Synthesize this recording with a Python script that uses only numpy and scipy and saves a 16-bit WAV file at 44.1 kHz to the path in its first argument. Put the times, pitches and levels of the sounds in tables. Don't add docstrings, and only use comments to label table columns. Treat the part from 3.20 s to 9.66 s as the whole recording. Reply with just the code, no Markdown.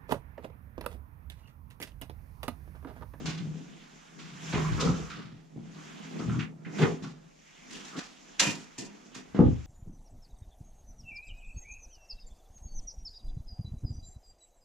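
import sys
import numpy as np
from scipy import signal
from scipy.fft import rfft, irfft, next_fast_len
from scipy.io import wavfile
from scipy.ndimage import uniform_filter1d

SR = 44100
rng = np.random.default_rng(int(sys.argv[2]) if len(sys.argv) > 2 else 0)


def master_out(mix):
    frames = np.transpose(np.atleast_2d(mix))
    ceiling = np.clip(frames, -1, 1)
    pcm = np.round(ceiling * 32767).astype(np.int16)
    wavfile.write(sys.argv[1], SR, pcm)


N = 284886

# mode_hz, level_db, t60_s
BOARD_MODES = [(206.4, -1, 0.27), (230.1, -2.5, 0.21), (256.2, 3.5, 0.15), (293, 3, 0.088),
               (336.8, -4, 0.13), (380.7, -8.5, 0.15), (419.4, -8.5, 0.13), (488.5, -18.5, 0.39),
               (646, -7.5, 0.033)]
# time_s, rasp_db, chatter_db
FRICTION = [(0.0, -58, -57), (0.3, -62, -65), (0.97, -61.5, -63), (1.15, -57, -59), (1.31, -47, -49.5),
            (1.56, -48.5, -45), (1.89, -54, -55.5), (2.1, -83, -67), (2.37, -72.5, -78), (2.6, -56.5, -57),
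            (3.13, -54, -57), (3.24, -61, -56), (3.33, -86, -79), (3.49, -64.5, -62.5), (3.63, -40.5, -46),
            (3.74, -57.5, -57.5), (3.94, -75, -67.5), (4.21, -65.5, -74), (4.57, -56.5, -58),
            (4.75, -55.5, -55), (4.89, -63.5, -73), (5.13, -60, -62), (5.67, -64, -64.5), (6.46, -61, -66)]


def from_db(db):
    return 10 ** (np.asarray(db) / 20)


def power_db(power):
    return 10 * np.log10(power)


def rms_one(x):
    return x / np.sqrt(np.mean(x ** 2) + 1e-20)


def at_hz(points, hz):
    points_hz, values = np.transpose(points)
    return np.interp(np.log(hz), np.log(points_hz), values)


def in_time(rows):
    time_s, *columns = np.transpose(rows)
    return [np.interp(np.arange(N) / SR, time_s, column) for column in columns]


def swells(peak_s, level_db, rise_s, fade_s):
    step = np.arange(0, N, 40)
    since_s = step / SR - np.reshape(peak_s, (-1, 1))
    rise_s = np.reshape(np.maximum(rise_s, .01), (-1, 1))
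    fade_s = np.reshape(np.maximum(fade_s, .01), (-1, 1))
    each_db = np.reshape(level_db, (-1, 1)) - 20 * np.maximum(since_s / fade_s, -since_s / rise_s)
    total_db = power_db(np.sum(from_db(each_db) ** 2, axis=0) + 1e-12)
    return np.interp(np.arange(N), step, total_db)


def drift(corner_hz):
    r = np.exp(-2 * np.pi * corner_hz * 40 / SR)
    noise = rng.standard_normal(N // 40 + 2002)
    slow = signal.lfilter([1], [1, -2 * r, r * r], noise)[2000:]
    return np.interp(np.arange(N) / 40, np.arange(len(slow)), rms_one(slow))


def grains(per_s, spread_db, channels=1):
    shape = (channels, N)
    sizes = from_db(spread_db * np.minimum(rng.exponential(1, shape), 4))
    signs = rng.choice([-1, 1], shape)
    return rms_one(sizes * signs * (rng.random(shape) < per_s / SR))


def ring(force, modes):
    out = 0
    for mode_hz, level_db, t60_s in modes:
        r, w = from_db(-60 / (t60_s * SR)), 2 * np.pi * mode_hz / SR
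        rise, decay = [0, from_db(level_db) * np.sin(w)], [1, -2 * r * np.cos(w), r * r]
        out = out + signal.lfilter(rise, decay, force + 1e-18)
    return out


def highpass(x, corner_hz):
    return signal.sosfilt(signal.butter(4, corner_hz, "high", fs=SR, output="sos"), x)


def panned(x, pan_db):
    return x * from_db(np.array([pan_db / 2, -pan_db / 2])).reshape(2, -1)


def coloured(source, spectrum, patchy_db):
    # centre_hz, left-right likeness (1 same, -1 opposite)
    likeness = [(30, 0.09), (150, 0.18), (500, -0.85), (1000, -0.31), (2400, 0.61), (5000, 0.54),
                (9000, -0.23)]
    out, edges_hz = 0, 20 * 2 ** np.arange(0, 10, .5)
    for k, (low_hz, high_hz) in enumerate(zip(edges_hz, edges_hz[1:])):
        centre_hz = np.sqrt(low_hz * high_hz)
        pair = source[2 * (k % 2):2 * (k % 2) + 2]
        band = signal.butter(2, [low_hz, high_hz], "band", fs=SR, output="sos")
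        mid, side = signal.sosfilt(band, pair)
        alike = at_hz(likeness, centre_hz)
        gain = from_db(at_hz(spectrum, centre_hz) + patchy_db * drift(11.8))
        out = out + gain * (np.sqrt(1 + alike) * mid + np.sqrt(1 - alike) * side * [[1], [-1]])
    return rms_one(out)


def floor_drive(level_db, modes, per_s, alike, low_hz):
    evenness = 0.55
    mid, side = highpass(ring(grains(per_s, 1.52, channels=2), modes), low_hz)
    short_power = uniform_filter1d(rms_one(mid) ** 2, size=SR // 30)
    mid = mid / (short_power + .05) ** (evenness / 2)
    side = (1 - alike) * side
    return from_db(level_db) * rms_one(np.array([mid + side, mid - side]))


def under_load(steady_db, column):
    # peak_s, plank_db, boards_db, rise_20db_s, fade_20db_s
    loads = np.transpose([(0.094, -34, -41, 0.1, 0.04), (0.269, -31, -66, 0.24, 0.2),
                          (1.479, -29, -58, 0.3, 0.21), (1.64, -27, -34, -0.02, 0.23),
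                          (1.687, -20, -35, 0.06, 0.0846), (1.99, -46, -50, -0.1, 0.36),
                          (2.374, -43.5, -47.5, 0.07, 0.47), (3.11, -36.5, -44, 0.15, 0.49),
                          (3.468, -40, -43, -0.3, 0.17), (3.602, -39, -29.5, 0.1, 0.23),
                          (3.639, -20.5, -44, 0.05, 0.0141), (3.742, -29, -58, 0.12, -0.02),
                          (3.835, -38, -45.5, -0.12, 0.14), (4.56, -61, -48, 0.22, 0.48),
                          (4.784, -75, -32, 0.0449, 0.03), (5.219, -50, -36.5, 0.03, 0.23),
                          (5.271, -38.5, -33, 0.005, 0.1449), (5.592, -57, -40, -0.04, 0.23),
                          (5.975, -61, -46.5, 0.06, 0.14), (6.154, -44.5, -32.5, -0.01, 0.23),
                          (6.206, -7, -24, -0.0357, -0.07)])
    lumps_db, lumps_hz = 3.5, 6.6
    lumpy_db = steady_db + lumps_db * drift(lumps_hz)
    loads_db = swells(loads[0], loads[column], loads[3], loads[4])
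    return power_db(from_db(lumpy_db) ** 2 + from_db(loads_db) ** 2)


def board_groan():
    # time_s, plank_db, boards_db
    drag = [(0, -45, -46), (.5, -55.5, -55), (.9, -62, -63), (1.04, -50, -55), (1.22, -55, -55),
            (1.4, -43, -38.5), (1.75, -47, -39), (1.87, -53, -47), (2.1, -58, -55), (2.34, -61, -67),
            (2.55, -63, -60), (2.79, -58, -54), (3.05, -34, -39.5), (3.36, -60, -69), (3.94, -50, -59),
            (4.2, -68.5, -65.5), (4.45, -68.5, -76), (5.15, -71.5, -59.5), (5.56, -66, -77),
            (5.76, -68, -55.5), (6.12, -70, -63.5)]
    # mode_hz, level_db, t60_s
    plank_modes = [(157, -10.5, 0.35), (160.9, -7.5, 0.36)]
    plank_db, boards_db = in_time(drag)
    plank_db, boards_db = under_load(plank_db, column=1), under_load(boards_db, column=2)
    plank = floor_drive(plank_db, plank_modes, 200, alike=0.6, low_hz=152)
    return plank + floor_drive(boards_db, BOARD_MODES, 300, alike=0.3, low_hz=163)


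def joist_rumble():
    # peak_s, level_db
    weight = [(.05, -42.5), (.278, -53), (1.38, -33), (1.53, -29), (1.696, -33.5), (1.82, -41), (3.12, -43),
              (3.666, -47), (5.278, -59), (6.268, -19)]
    # mode_hz, level_db, t60_s
    joist_modes = [(55.3, -4, 0.36), (73.2, -0.5, 0.62), (89.5, -2, 0.19), (113, 1.5, 0.17)]
    rise_20db_s, fade_20db_s = 0.075, 0.14
    rest_db = -83
    rumble_db = np.maximum(swells(*np.transpose(weight), rise_20db_s, fade_20db_s), rest_db)
    return floor_drive(rumble_db, joist_modes, 100, alike=0.24, low_hz=54.3)


def grit_rasp():
    # band_hz, level_db_per_hz (relative)
    rasp_spectrum = [(900, -5), (1500, -2.5), (2600, 2.5), (4300, -9), (6200, -3.5), (9000, -14),
                     (15000, -16)]
    rasp_db, _ = in_time(FRICTION)
    return from_db(rasp_db) * coloured(grains(9000, 1.0, channels=4), rasp_spectrum, patchy_db=2.0)


def ski_chatter():
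    # band_hz, level_db_per_hz (relative)
    chatter_spectrum = [(300, -28), (600, -2), (850, 7.5), (1250, 0), (1700, 2), (2400, -18)]
    _, chatter_db = in_time(FRICTION)
    return from_db(chatter_db) * coloured(grains(2500, 1.0, channels=4), chatter_spectrum, patchy_db=1.5)


def gritty_bursts(rows):
    grit_power = 0.57
    chop_db, chops_per_s = 2.5, 91.4
    side_db, side_hz = 0.5, 6000
    out, t = np.zeros((2, N + SR)), np.arange(SR // 2) / SR
    wide = signal.butter(1, side_hz, "high", fs=SR, output="sos")
    for start_s, level_db, centre_hz, octaves, rise_s, t60_s, pan_db in rows:
        half = 2 ** (np.clip(octaves, .1, 4) / 2)
        band_hz = [centre_hz / half, min(centre_hz * half, .45 * SR)]
        band = signal.butter(2, band_hz, "band", fs=SR, output="sos")
        grit = rng.standard_normal((2, len(t))) * rng.exponential(1, len(t)) ** grit_power
        mid, side = rms_one(signal.sosfilt(band, grit))
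        side = from_db(side_db) * signal.sosfilt(wide, side)
        shape = (1 - np.exp(-t / rise_s)) ** 2 * from_db(level_db - 60 * t / t60_s) / 2
        catches = np.r_[0, 0, rng.standard_normal(200)]
        shape = shape * from_db(chop_db * np.interp(t * chops_per_s, np.arange(len(catches)), catches))
        at = round(start_s * SR)
        out[:, at:at + len(t)] += panned(np.array([mid + side, mid - side]) * shape, pan_db)
    return out[:, :N]


def scuffs():
    # start_s, level_db, centre_hz, width_octaves (4 at most), rise_ms, t60_s
    scuff_rows = [(0.054, -32.5, 1870, 2.77, 2.7, 0.35), (0.171, -37, 2490, 1.7, 5.4, 0.14),
                  (.985, -46, 2040, 2.3, 4.3, 0.7), (1.32, -29.5, 1090, 2.3, 5.6, 0.36),
                  (1.59, -29, 3760, 1.54, 12, 0.37), (1.896, -43.5, 2220, 1.75, 3, 0.73),
                  (3.191, -34, 1890, 1.2, 1.4, 0.2), (2.988, -37.5, 2970, 1.3, 3.1, 0.069),
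                  (3.447, -41, 1850, 0.67, 2.1, 0.17), (3.581, -31, 1390, 2.2, 3.8, 0.14),
                  (3.617, -25, 1310, 1.64, 1.8, 0.15), (3.822, -46.5, 1600, 3.4, 1.9, 0.45),
                  (4.49, -43.5, 2770, 2.9, 21, 0.97), (4.76, -39, 1500, 6.3, 6.3, 0.5),
                  (5.194, -6.5, 3280, 1.8, 3.3, 0.048), (5.193, -21, 2580, 3.6, 3.3, 0.39),
                  (5.201, -11.5, 5600, 1.4, 1.1, 0.032), (5.579, -34.5, 6000, 1.1, 2.8, 0.23),
                  (5.942, -34.5, 2380, 3.26, 6.9, 0.17), (6.147, -42.5, 890, 2.2, 0.5, 0.37)]
    return gritty_bursts([(start_s, level_db, hz, octaves, rise_ms / 1000, t60_s, 0)
                          for start_s, level_db, hz, octaves, rise_ms, t60_s in scuff_rows])


def judders_and_squeaks():
    # start_s, level_db, centre_hz, t60_s
    judder_rows = [(1.375, -27, 1150, 0.066), (1.443, -27.5, 1130, 0.075), (1.578, -32, 1194, 0.68),
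                   (1.9, -43, 1380, 0.37), (2.0, -47.5, 1310, 0.29), (2.998, -32, 1170, 0.093),
                   (3.092, -36, 1300, 0.14), (3.137, -33, 1220, 0.084), (3.841, -37, 1220, 0.089),
                   (4.538, -45.5, 2850, 0.44), (4.727, -41.5, 1270, 0.28), (4.784, -40.5, 1630, 0.15)]
    octaves, rise_s, pan_db = 0.42, 0.0028, 4
    return gritty_bursts([(start_s, level_db, hz, octaves, rise_s, t60_s, pan_db)
                          for start_s, level_db, hz, t60_s in judder_rows])


def sled_thuds():
    # start_s, level_db, pitch_hz, t60_s
    thud_rows = [(1.33, -31, 370, 0.45), (1.6, -30, 471, 0.53), (3.59, -16.5, 421, 0.27),
                 (3.655, -22, 411, 0.17), (5.199, -33.5, 560, 0.28), (6.182, -15, 464, 0.15)]
    # pitch_multiple, level_db, width_octaves
    hollow_bands = [(1.0, 0.5, 0.33), (1.8, -9.5, 0.34), (2.6, -17, 0.35)]
    rise_s, pan_db = 0.0085, 0.5
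    return gritty_bursts([(start_s, level_db + band_db, pitch_hz * multiple, octaves, rise_s, t60_s, pan_db)
                          for start_s, level_db, pitch_hz, t60_s in thud_rows
                          for multiple, band_db, octaves in hollow_bands])


def track_bumps():
    # start_s, level_db
    [(start_s, level_db)] = [(3.06, -8.5)]
    gap_s, contact_ms = 0.025, 1.43
    return [(start_s + gap_s * k + 0.00097 * late, level_db + 1.7 * louder, contact_ms)
            for k, (late, louder) in enumerate(rng.normal(0, 1, (5, 2)))]


def knocks():
    # start_s, level_db, contact_ms (time constant, 0.05 at least)
    knock_rows = [(0.084, -22, 0.61), (0.206, -26, 0.55), (1.338, -11, 0.75), (1.683, -13, 1.05),
                  (1.973, -28, 0.8), (2.05, -23, 1.8), (2.125, -23, 1.46), (2.361, -26, 0.38),
                  (3.005, -24.5, 0.041), (3.169, -11, 0.87), (3.463, -38, 0.64), (3.594, -22.5, 0.22),
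                  (3.626, -12.5, 0.4), (3.822, -28, 0.23), (5.27, -20.5, 0.29), (5.585, -32.5, 0.17),
                  (5.962, -39.5, 0.14), (6.147, -21.5, 0.044), (6.191, -3.5, 0.15), (6.199, -5.5, 1.5),
                  (6.237, -6, 0.58), (6.267, -2, 1.55)]
    # mode_hz, level_db, t60_s
    thump_modes = [(158.5, -17, 0.15)]
    force, t = np.zeros(N + SR), np.arange(800) / SR
    for start_s, level_db, contact_ms in knock_rows + track_bumps():
        push = t * np.exp(-t / max(contact_ms / 1000, 5e-5))
        at = round(start_s * SR)
        force[at:at + len(t)] += from_db(level_db) * push / push.sum()
    force = force[:N]
    return highpass(from_db(-17.0) * ring(force, BOARD_MODES) + ring(force, thump_modes), 95)


def shell_rattles():
    # start_s, level_db, t60_s
    rattle_rows = [(3.191, -41.5, 0.12), (5.202, -19, .2), (5.264, -28, 0.24), (5.582, -41.5, 0.32),
                   (5.953, -48, 0.097)]
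    # mode_hz, level_db
    shell_modes = [(958, -2), (1820, -3), (2030, -4.5), (2450, 0.5), (2750, -1), (3045, -3), (3440, -12.5),
                   (4625, -11), (5965, -3), (7170, -5.5)]
    per_s, shell_t60_s = 500, 0.033
    start_s, level_db, t60_s = np.transpose(rattle_rows)
    shaking = from_db(swells(start_s, level_db, 0 * start_s, t60_s / 3))
    clicks = grains(per_s, 3.3, channels=len(shell_modes)) * np.sqrt(per_s / SR)
    rung = [ring(shaking * own, [(*mode, shell_t60_s)]) for own, mode in zip(clicks, shell_modes)]
    return sum(rung) / 4


def barn(x):
    t60_s, wall_cut_hz = 0.26, 1930
    size = next_fast_len(N + SR)
    w = 2 * np.pi * np.arange(size // 2 + 1) / size
    dull = 1 / (1 + 1j * w * SR / (2 * np.pi * wall_cut_hz))
    walls = np.zeros((2, len(w)), complex)
    for k, lag in enumerate((rng.uniform(.011, 0.036, 16) * SR).astype(int)):
        loop = from_db(-60 * lag / SR / t60_s) * dull * np.exp(-1j * w * lag)
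        walls[k % 2] += loop / (1 - loop) * (-1) ** (k // 2)
    return irfft(walls * rfft(x, size), size)[:, :N]


def barn_hush():
    # band_hz, level_db_per_hz (relative)
    air_spectrum = [(20, 4.5), (32, 15.5), (45, 4), (100, -34), (200, -10), (600, 4), (2000, -29),
                    (6000, -20)]
    return from_db(-65.5) * coloured(rng.standard_normal((4, N)), air_spectrum, patchy_db=1.2)


def scene():
    drag = board_groan() + joist_rumble() + grit_rasp() + ski_chatter()
    blows = knocks() + scuffs() + judders_and_squeaks() + sled_thuds() + shell_rattles()
    echo = from_db(-5) * barn(blows.mean(0))
    return drag + blows + echo + barn_hush()


def record(dry):
    # band_hz, level_db
    mic_colour = [(20, -3), (7300, 4.5), (8200, -4), (11000, -8.5), (15000, -13)]
    # band_hz, left_minus_right_db
    port_lean = [(60, 0), (130, 2), (400, 0), (1410, -4.5), (3100, -2.5), (6820, 1)]
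    cutoff_hz = 16200
    hz = np.linspace(0, SR / 2, 129)
    mic_db, lean_db = at_hz(mic_colour, hz + 1), at_hz(port_lean, hz + 1) / 2
    colour = [signal.firwin2(129, hz, from_db(mic_db + d), fs=SR) for d in (lean_db, -lean_db)]
    heard = signal.oaconvolve(dry, colour, "same", axes=1)
    return signal.sosfilt(signal.cheby2(12, 70, cutoff_hz, fs=SR, output="sos"), heard)


dry = scene()
out = record(dry)
master_out(out)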